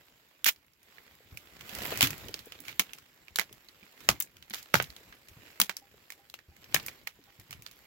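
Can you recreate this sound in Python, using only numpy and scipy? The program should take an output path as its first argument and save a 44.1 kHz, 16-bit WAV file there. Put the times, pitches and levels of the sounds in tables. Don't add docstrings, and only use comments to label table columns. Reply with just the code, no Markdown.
import sys
import numpy as np
from scipy import signal
from scipy.fft import rfft, irfft
from scipy.io import wavfile
from scipy.ndimage import uniform_filter1d, map_coordinates

SR = 44100
rng = np.random.default_rng(int(sys.argv[2]) if len(sys.argv) > 2 else 0)


def to_linear_factor(level_db):
    exponent = np.asarray(level_db, float) / 20
    return 10 ** exponent


def waveform_to_disk(signal):
    frames = np.transpose(np.atleast_2d(signal))
    scaled = np.clip(frames, -1, 1) * 32767
    samples = np.round(scaled).astype(np.int16)
    wavfile.write(sys.argv[1], SR, samples)


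N = 346626

# start_s, nominal_peak_db, pitch_hz, treble_lift_db, left_over_right_db
CRACK_EVENTS = [(0.4439, -11, 3350, 10, -8.5), (0.4629, -8, 1990, 1.5, -1), (0.4849, -9, 2270, 12, -4),
                (0.4914, -20.5, 3320, -10, 6), (0.5603, -45.5, 4600, -7, -2), (0.6647, -52, 4960, 33, 2),
                (0.734, -52, 4950, 3, -8), (0.83, -43.5, 4840, 17, -1), (0.9827, -35.5, 1840, -25, -1),
                (1.3723, -27, 2400, 2.5, -5), (1.609, -31.5, 2220, -8, -5), (1.6928, -31.5, 3000, 0, -12),
                (1.75, -24, 2410, 8, -9), (1.7856, -27.5, 3010, 10, -6.5), (1.824, -29.5, 2400, 14, -9),
                (1.8647, -33, 2050, 11.5, -3), (1.9235, -22, 650, -37.5, 7.5), (1.9735, -19, 2700, 4, -3.5),
                (2.0081, -4.5, 2850, -5.5, 3.5), (2.018, -8.5, 3090, -2, 1), (2.0271, -4, 2900, -2.5, 4.5),
                (2.0707, -16, 3600, -3, -3.5), (2.105, -19.5, 2360, 1.3, 1), (2.179, -33, 1920, 11, 6),
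                (2.2839, -30, 3330, 5, -10), (2.3414, -19, 4850, -6, 0), (2.391, -31, 3830, -2, -4),
                (2.458, -38, 2240, 32, 13), (2.5212, -29, 2870, -9.5, -3.5), (2.603, -33.5, 3630, 25, -17),
                (2.6818, -24, 2300, -9, -0.5), (2.6942, -27.5, 2240, -15, 3),
                (2.7270, -35.5, 3530, -14, -2), (2.795, -4, 2620, -3.5, 1.2), (2.893, -46, 3000, -30, -16),
                (2.9333, -25.5, 2680, -1.5, 0), (2.9844, -36.5, 1280, -7, 4), (3.282, -35, 2700, -12, -3.5),
                (3.3581, -14, 4030, 3, -1), (3.3865, -11, 1620, -6, -4), (3.395, -11.5, 1900, -4, -10.5),
                (3.4158, -29.5, 1950, -24, 13), (3.4405, -43, 4500, -3, 2), (3.527, -33.5, 3060, 10, 1),
                (3.6857, -37.5, 4330, -10.5, -2), (3.829, -42.5, 2480, -27, -4.5),
                (4.0049, -40.5, 1900, -1, -12), (4.0887, 0.1, 1260, -7, 1.5), (4.2016, -13.5, 1450, 18, 11),
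                (4.2229, -18.5, 7630, 11, -3), (4.3676, -39, 2500, -6, 1.5), (4.4247, -36, 3300, -8, -2),
                (4.4981, -30.5, 2600, 13, -2.5), (4.5067, -29.5, 4240, -17.5, 1.5),
                (4.5368, -20.5, 1480, -11, -1.5), (4.5439, -20.5, 4200, 2, -3),
                (4.6274, -33, 4330, 9.5, -5), (4.7411, -3, 1360, -9, -5.5), (4.753, -9.5, 1610, -20.5, 16),
                (4.8, -11, 1550, -33, -1.5), (4.8237, -20, 3050, 5, 2), (4.841, -30, 3970, -8, -3),
                (4.902, -33.5, 4500, -3.5, -2), (4.9635, -33, 3750, -5, -0.5),
                (5.1247, -36.5, 1740, -27, 5), (5.2848, -36, 2740, 1, 1), (5.6, -3.5, 1370, 6, 1.5),
                (5.6147, -3.5, 3240, -0.3, 3), (5.6946, -16, 1600, -10.5, -2.5), (5.7673, -22, 5230, 3, 1),
                (6.1029, -27, 1950, -1.5, -1.5), (6.121, -30.5, 2220, -1, 0), (6.2985, -34.5, 3950, 0, 1),
                (6.3399, -26.5, 2860, -9.5, 6), (6.389, -38, 1800, -14, 0.5),
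                (6.565, -41.5, 2100, -3.5, 0.5), (6.6421, -37.5, 5600, -18, 3), (6.7435, -5, 2620, -1, 9.5),
                (6.7463, -10, 1810, -3, 3), (6.7619, -18, 1630, -32, -10.5), (6.798, -29.5, 4370, -18, 2),
                (6.8286, -38, 2260, 2, 1), (6.8627, -19, 1850, 15, -2), (6.883, -22.5, 1860, -5.5, -0.5),
                (7.0719, -19, 2130, -7.5, -0.5), (7.239, -48, 3980, 4.5, -8), (7.3978, -37, 1900, 2, -1),
                (7.508, -27.5, 2370, 2.5, -2), (7.5279, -27, 2580, -7.5, 0), (7.6217, -34, 2500, 8, 1.5),
                (7.663, -28, 4300, -6.5, -4), (7.712, -38.5, 3580, 2, -7)]
# start_s, end_s, rms_db, left_over_right_db, fade_t60_s
TEAR_EVENTS = [(0.458, 0.491, -22.5, -2, .05), (2.022, 2.048, -25.5, -0.5, 0.11),
               (2.649, 2.717, -52.5, -7.5, .06), (4.2052, 4.211, -34.5, 3.5, 0.035),
               (4.531, 4.591, -45.5, 2.5, 0.14), (4.7384, 4.767, -34, 2, 0.16),
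               (6.751, 6.751, -30.5, -13, 0.046)]
# time_s, cloth_db, jolt_db
MOVE_LEVELS = [(0, -63.5, -71), (0.301, -65.5, -84), (0.501, -65.5, -66), (0.749, -74, -79.5),
               (0.921, -60, -74), (1.28, -63, -63.5), (1.42, -59, -70), (1.62, -56.5, -57), (1.7, -48, -61),
               (1.779, -42.5, -55), (1.982, -41, -44), (2.151, -48.5, -60), (2.259, -53, -48.5),
               (2.45, -57.5, -62.5), (2.9, -58.5, -64), (3.079, -64.5, -75), (3.45, -63, -66.5),
               (3.95, -61.5, -76.5), (4.1, -53, -51.5), (4.28, -64.5, -67.5), (4.46, -64.5, -68),
               (4.6, -60.5, -64), (4.8, -59.5, -63.5), (5.101, -58.5, -65), (5.228, -64.5, -70),
               (5.499, -57, -70.5), (5.8, -65.5, -73), (6.05, -62, -70), (6.45, -68.5, -70),
               (6.85, -54, -56), (7.1, -65, -73), (7.55, -61.5, -66), (7.86, -60, -71)]
# start_s, drive_db, contact_centre_hz
BUMP_EVENTS = [(0.461, -40.5, 186), (1.205, -50, 430), (1.322, -40, 102), (1.726, -42, 205),
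               (1.81, -35, 172), (1.89, -43, 130), (1.922, -27, 445), (2.028, -26, 140),
               (2.031, -28.5, 283), (2.101, -34.5, 143), (2.292, -35.5, 430), (2.344, -41.5, 450),
               (2.47, -38, 410), (2.599, -51, 290), (2.794, -32, 212), (3.39, -39.5, 203),
               (3.511, -46, 445), (3.826, -48.5, 228), (4.089, -30, 780), (4.09, -26, 220),
               (4.089, -30.5, 118), (4.507, -42.5, 205), (4.741, -23, 127), (4.743, -23, 840),
               (4.8, -34, 146), (4.889, -43, 82), (5.01, -49.5, 445), (5.307, -46.5, 75),
               (5.365, -42.5, 89.7), (5.598, -35.5, 200), (5.616, -33, 200), (5.692, -45, 197),
               (5.942, -48, 430), (6.483, -43.5, 78.3), (6.744, -31, 162), (7.189, -44, 378),
               (7.388, -43, 73), (7.497, -48, 136), (7.549, -45, 97), (7.592, -46, 95)]
# start_s, start_level_db, pitch_hz
CLINK_EVENTS = [(2.681, -36, 2400), (5.821, -56, 800), (6.194, -60, 800), (6.518, -64, 800),
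                (7.274, -61, 800)]
# frequency_hz, density_db
SNAP_SPECTRUM = [(180, -46.5), (300, -16.5), (1060, -9), (1550, -7.5), (1860, -7), (2230, -4.5), (2550, -6),
                 (2910, -5), (4710, -5), (6450, -3), (8840, -10.5), (11200, -6.5), (15800, -4.5)]
# frequency_hz, density_db
FIBRE_SPECTRUM = [(290, -69), (500, -36.5), (1300, -4), (1420, -3.5), (1680, 0), (6740, -5), (8990, -17.5),
                  (12400, -4.5), (15800, -5.5)]
# frequency_hz, density_db
CLOTH_SPECTRUM = [(120, -17), (200, -7), (467, -4.5), (847, -8.5), (968, -8), (1210, -8.5), (2040, -5.5),
                  (5050, -11.5), (7000, -20.5), (9100, -37), (15400, -120)]
# frequency_hz, density_db
GRIT_SPECTRUM = [(3240, -43.5), (5500, -6), (6030, -10.5), (7300, 0), (8980, -12), (13200, 2), (15200, -3),
                 (15800, 2)]
# frequency_hz, density_db
JOLT_SPECTRUM = [(13, -47.5), (22, -5.5), (53, 2.5), (131, -0.5), (245, -7), (278, -6.5), (368, -7),
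                 (450, -19), (580, -48), (990, -120)]
# frequency_hz, correlation (no unit)
PORT_LIKENESS = [(60, 0.7), (180, 0.93), (550, 0.76), (1650, 0.0094), (4970, 0.026), (15000, 0.011)]
# frequency_hz, left_over_right_db
PORT_BALANCE = [(60, 6.5), (150, 0), (380, 2.5), (950, -3.5), (2380, -9), (5980, 1), (15000, 1)]
# mode_hz,
# t60_s
STRUCK_MODES = [(78, 0.11), (105, 0.15), (138, 0.19), (200, 0.078), (290, 0.19), (445, 0.031), (620, 0.13),
                (870, 0.065)]

LOW_CUT_HZ, TOP_HZ = 42, 15900
CREST_DB = 10
BODY_DB, BODY_PER_LEVEL, BODY_PER_OCTAVE = 2.9, 0.13, -4
MIDDLE_HZ = 2500
TRAIL_DB, TRAIL_PER_LEVEL = -13.5, -0.078
DEBRIS_DB, DEBRIS_T60_S = -57, 0.2
GRIT_DB, GRIT_GROWS = -5, 0.96
COARSER = 0.25
REACH_OCTAVES = 0.31
RISE_CYCLES = 0.22
CLINK_CYCLES = 144


def unit(x):
    return x / np.sqrt(np.mean(x ** 2) + 1e-20)


def along(points, hz):
    point_hz, values = np.transpose(points)
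    return np.interp(np.log(hz + 1), np.log(point_hz + 1), values)


def wobble(rate):
    knots = rng.standard_normal(int(N * rate / SR) + 4)
    return map_coordinates(knots, [np.arange(N) * rate / SR])


def at_ports(one, other, hz):
    turn = np.arccos(np.clip(along(PORT_LIKENESS, hz), -1, 1)) / 2
    mid, side = one * np.cos(turn), other * np.sin(turn)
    lean_db = along(PORT_BALANCE, hz) / 2
    return (mid + side) * to_linear_factor(lean_db), (mid - side) * to_linear_factor(-lean_db)


def rush(spectrum, patchy_db):
    hz, _, z = signal.stft(rng.standard_normal((2, N)), SR, nperseg=1024)
    field = uniform_filter1d(rng.standard_normal(z.shape[1:]), size=12, axis=0)
    field = uniform_filter1d(field, size=4, axis=1)
    gain = to_linear_factor(along(spectrum, hz)[:, None] + patchy_db * unit(field))
    gain = gain * (hz < TOP_HZ)[:, None]
    pair = np.array(at_ports(z[0], z[1], hz[:, None])) * gain
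    return unit(signal.istft(pair, SR, nperseg=1024)[1][:, :N])


def grains(rate, spread_db, life):
    sizes = np.minimum(rng.exponential(size=N), 3.5)
    hits = (rng.random(N) < rate / SR) * to_linear_factor(spread_db * sizes)
    return unit(signal.lfilter([1], [1, -np.exp(-1 / (life * SR))], hits))


def causal(gain):
    cepstrum = irfft(np.log(np.maximum(gain, 1e-6)))
    half = cepstrum.shape[-1] // 2
    cepstrum[..., 1:half] *= 2
    cepstrum[..., half + 1:] = 0
    return np.exp(rfft(cepstrum))


def aftermath():
    blows = np.zeros(N)
    for start, db, *_ in CRACK_EVENTS:
        blows[round(start * SR)] = to_linear_factor(db)
    return signal.lfilter([1], [1, -to_linear_factor(-60 / (DEBRIS_T60_S * SR))], blows)


def moves():
    time_s, *curves = np.transpose(MOVE_LEVELS)
    cloth_db, jolt_db = (np.interp(np.arange(N) / SR, time_s, c) for c in curves)
    swing_db = cloth_db - cloth_db.mean()
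    grit_db = cloth_db.mean() + GRIT_DB + GRIT_GROWS * swing_db
    debris = aftermath()

    coarse = 0.45 * to_linear_factor(COARSER * swing_db)
    rub = to_linear_factor(0.33 * wobble(25) + 0.55 * wobble(4.8))
    rub = rub * (2.0 + coarse * grains(160, spread_db=3, life=0.0012))

    crumbs, specks = (1.5 + 0.5 * grains(210, spread_db=7.0, life=0.0013) for _ in range(2))
    cloth = unit(rub * crumbs * rush(CLOTH_SPECTRUM, patchy_db=1.5))
    cloth = cloth * (to_linear_factor(cloth_db) + to_linear_factor(DEBRIS_DB) * debris)
    grit = unit(rub * specks * rush(GRIT_SPECTRUM, patchy_db=2.0))
    grit = grit * (to_linear_factor(grit_db) + to_linear_factor(DEBRIS_DB + GRIT_DB) * debris)

    lumps = to_linear_factor(2.5 * wobble(14))
    jolts = to_linear_factor(jolt_db) * unit(lumps * rush(JOLT_SPECTRUM, patchy_db=3.0))
    return cloth + grit + jolts


def bumps():
    out, t = np.zeros((2, N + SR)), np.arange(SR // 3) / SR
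    mode_hz, t60 = np.transpose(STRUCK_MODES)[:, :, None, None]
    for start, db, centre_hz in BUMP_EVENTS:
        share = np.exp(-(np.log2(mode_hz / centre_hz) / REACH_OCTAVES) ** 2)
        shared, left, right = np.cumsum(rng.standard_normal((3, len(t))), axis=1)
        drift = 0.052 * shared + 0.018 * np.array([left, right])
        ring = share * to_linear_factor(-60 * t / t60) * np.sin(2 * np.pi * mode_hz * t + drift)
        rise = 1 - np.exp(-t * centre_hz / RISE_CYCLES)
        out[:, round(start * SR):][:, :len(t)] += to_linear_factor(db) * rise * ring.sum(axis=0)
    return out[:, :N]


def clinks():
    out, t = np.zeros(N + SR), np.arange(SR // 4) / SR
    for start, db, hz in CLINK_EVENTS:
        decay = to_linear_factor(db - 60 * t * hz / CLINK_CYCLES)
        out[round(start * SR):][:len(t)] += decay * np.sin(2 * np.pi * hz * t)
    return out[:N] * to_linear_factor([[-1.5], [1.5]])


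def tears():
    t, envelope = np.arange(N) / SR, np.zeros((2, N))
    for start, end, db, lean, fade in TEAR_EVENTS:
        attack = np.clip((t - start) / 0.00045, 0, 1)
        shape = attack * to_linear_factor(-60 * np.maximum(t - end, 0) / fade)
        envelope += shape * to_linear_factor(db + np.array([[lean / 2], [-lean / 2]]))
    rough = 1 + 0.5 * grains(1500, spread_db=2, life=0.0008)
    return envelope * unit(rough * rush(FIBRE_SPECTRUM, patchy_db=1.5))


def cracks(snap_t60=0.0086, trail_t60=0.098, ring_db=7, ring_share=0.28):
    size, count = 8192, len(CRACK_EVENTS)
    start, db, pitch_hz, treble_db, pan = np.transpose(CRACK_EVENTS)[:, :, None]
    t, hz = np.arange(size) / SR, np.fft.rfftfreq(size, 1 / SR)

    snap = to_linear_factor(-60 * (t / snap_t60) ** 1.5) * (1 - np.exp(-t / 0.0003))
    trail_db = TRAIL_DB + TRAIL_PER_LEVEL * db
    trail = to_linear_factor(trail_db - 60 * t / trail_t60) * (1 - np.exp(-t / 0.0028)) * (t < 0.15)
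    fits_db = 3 * np.repeat(rng.standard_normal((count, size // 128)), 128, axis=1)
    trail = trail * to_linear_factor(fits_db)

    ring = to_linear_factor(ring_db) / (1 + ((hz - pitch_hz) / (ring_share * pitch_hz / 2)) ** 2)
    tilt = to_linear_factor(treble_db / (1 + (5500 / (hz + 1)) ** 4))
    body_db = BODY_DB + BODY_PER_LEVEL * db + BODY_PER_OCTAVE * np.log2(pitch_hz / MIDDLE_HZ)
    body = to_linear_factor(body_db / (1 + (hz / 1000) ** 4))
    colour = causal(to_linear_factor(along(SNAP_SPECTRUM, hz)) * tilt * body)

    noise = rng.standard_normal((count, 2, size))
    burst = rfft(noise * snap) * causal(1 + ring)[:, None]
    splinters = rfft(noise * trail[:, None]) * (1 + 0.4 * ring[:, None])
    spectrum = (burst + splinters) * colour[:, None]
    pieces = irfft(np.stack(at_ports(spectrum[:, 0], spectrum[:, 1], hz), axis=1))

    first_rms = np.sqrt(np.mean(pieces[..., :SR // 300] ** 2, axis=(1, 2)))
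    pieces = pieces / first_rms[:, None, None]
    out = np.zeros((2, N + size))
    for at, piece, level, lean in zip(start[:, 0], pieces, db[:, 0], pan[:, 0]):
        gain = to_linear_factor(level - CREST_DB + lean / 2 * np.array([[1], [-1]]))
        out[:, round(at * SR):][:, :size] += piece * gain
    return out[:, :N]


def scene():
    return moves() + bumps() + clinks() + tears() + cracks()


def roll_off(x):
    return signal.sosfilt(signal.butter(12, 17160, fs=SR, output="sos"), x)


def record(dry):
    low_cut = signal.butter(2, LOW_CUT_HZ, "high", fs=SR, output="sos")
    top_cut = signal.cheby2(16, 30, TOP_HZ + 400, fs=SR, output="sos")
    banded = signal.sosfilt(np.vstack([low_cut, top_cut]), dry)
    mix = np.clip(banded, -1, 1)
    return roll_off(mix)


dry = scene()
out = record(dry)
waveform_to_disk(out)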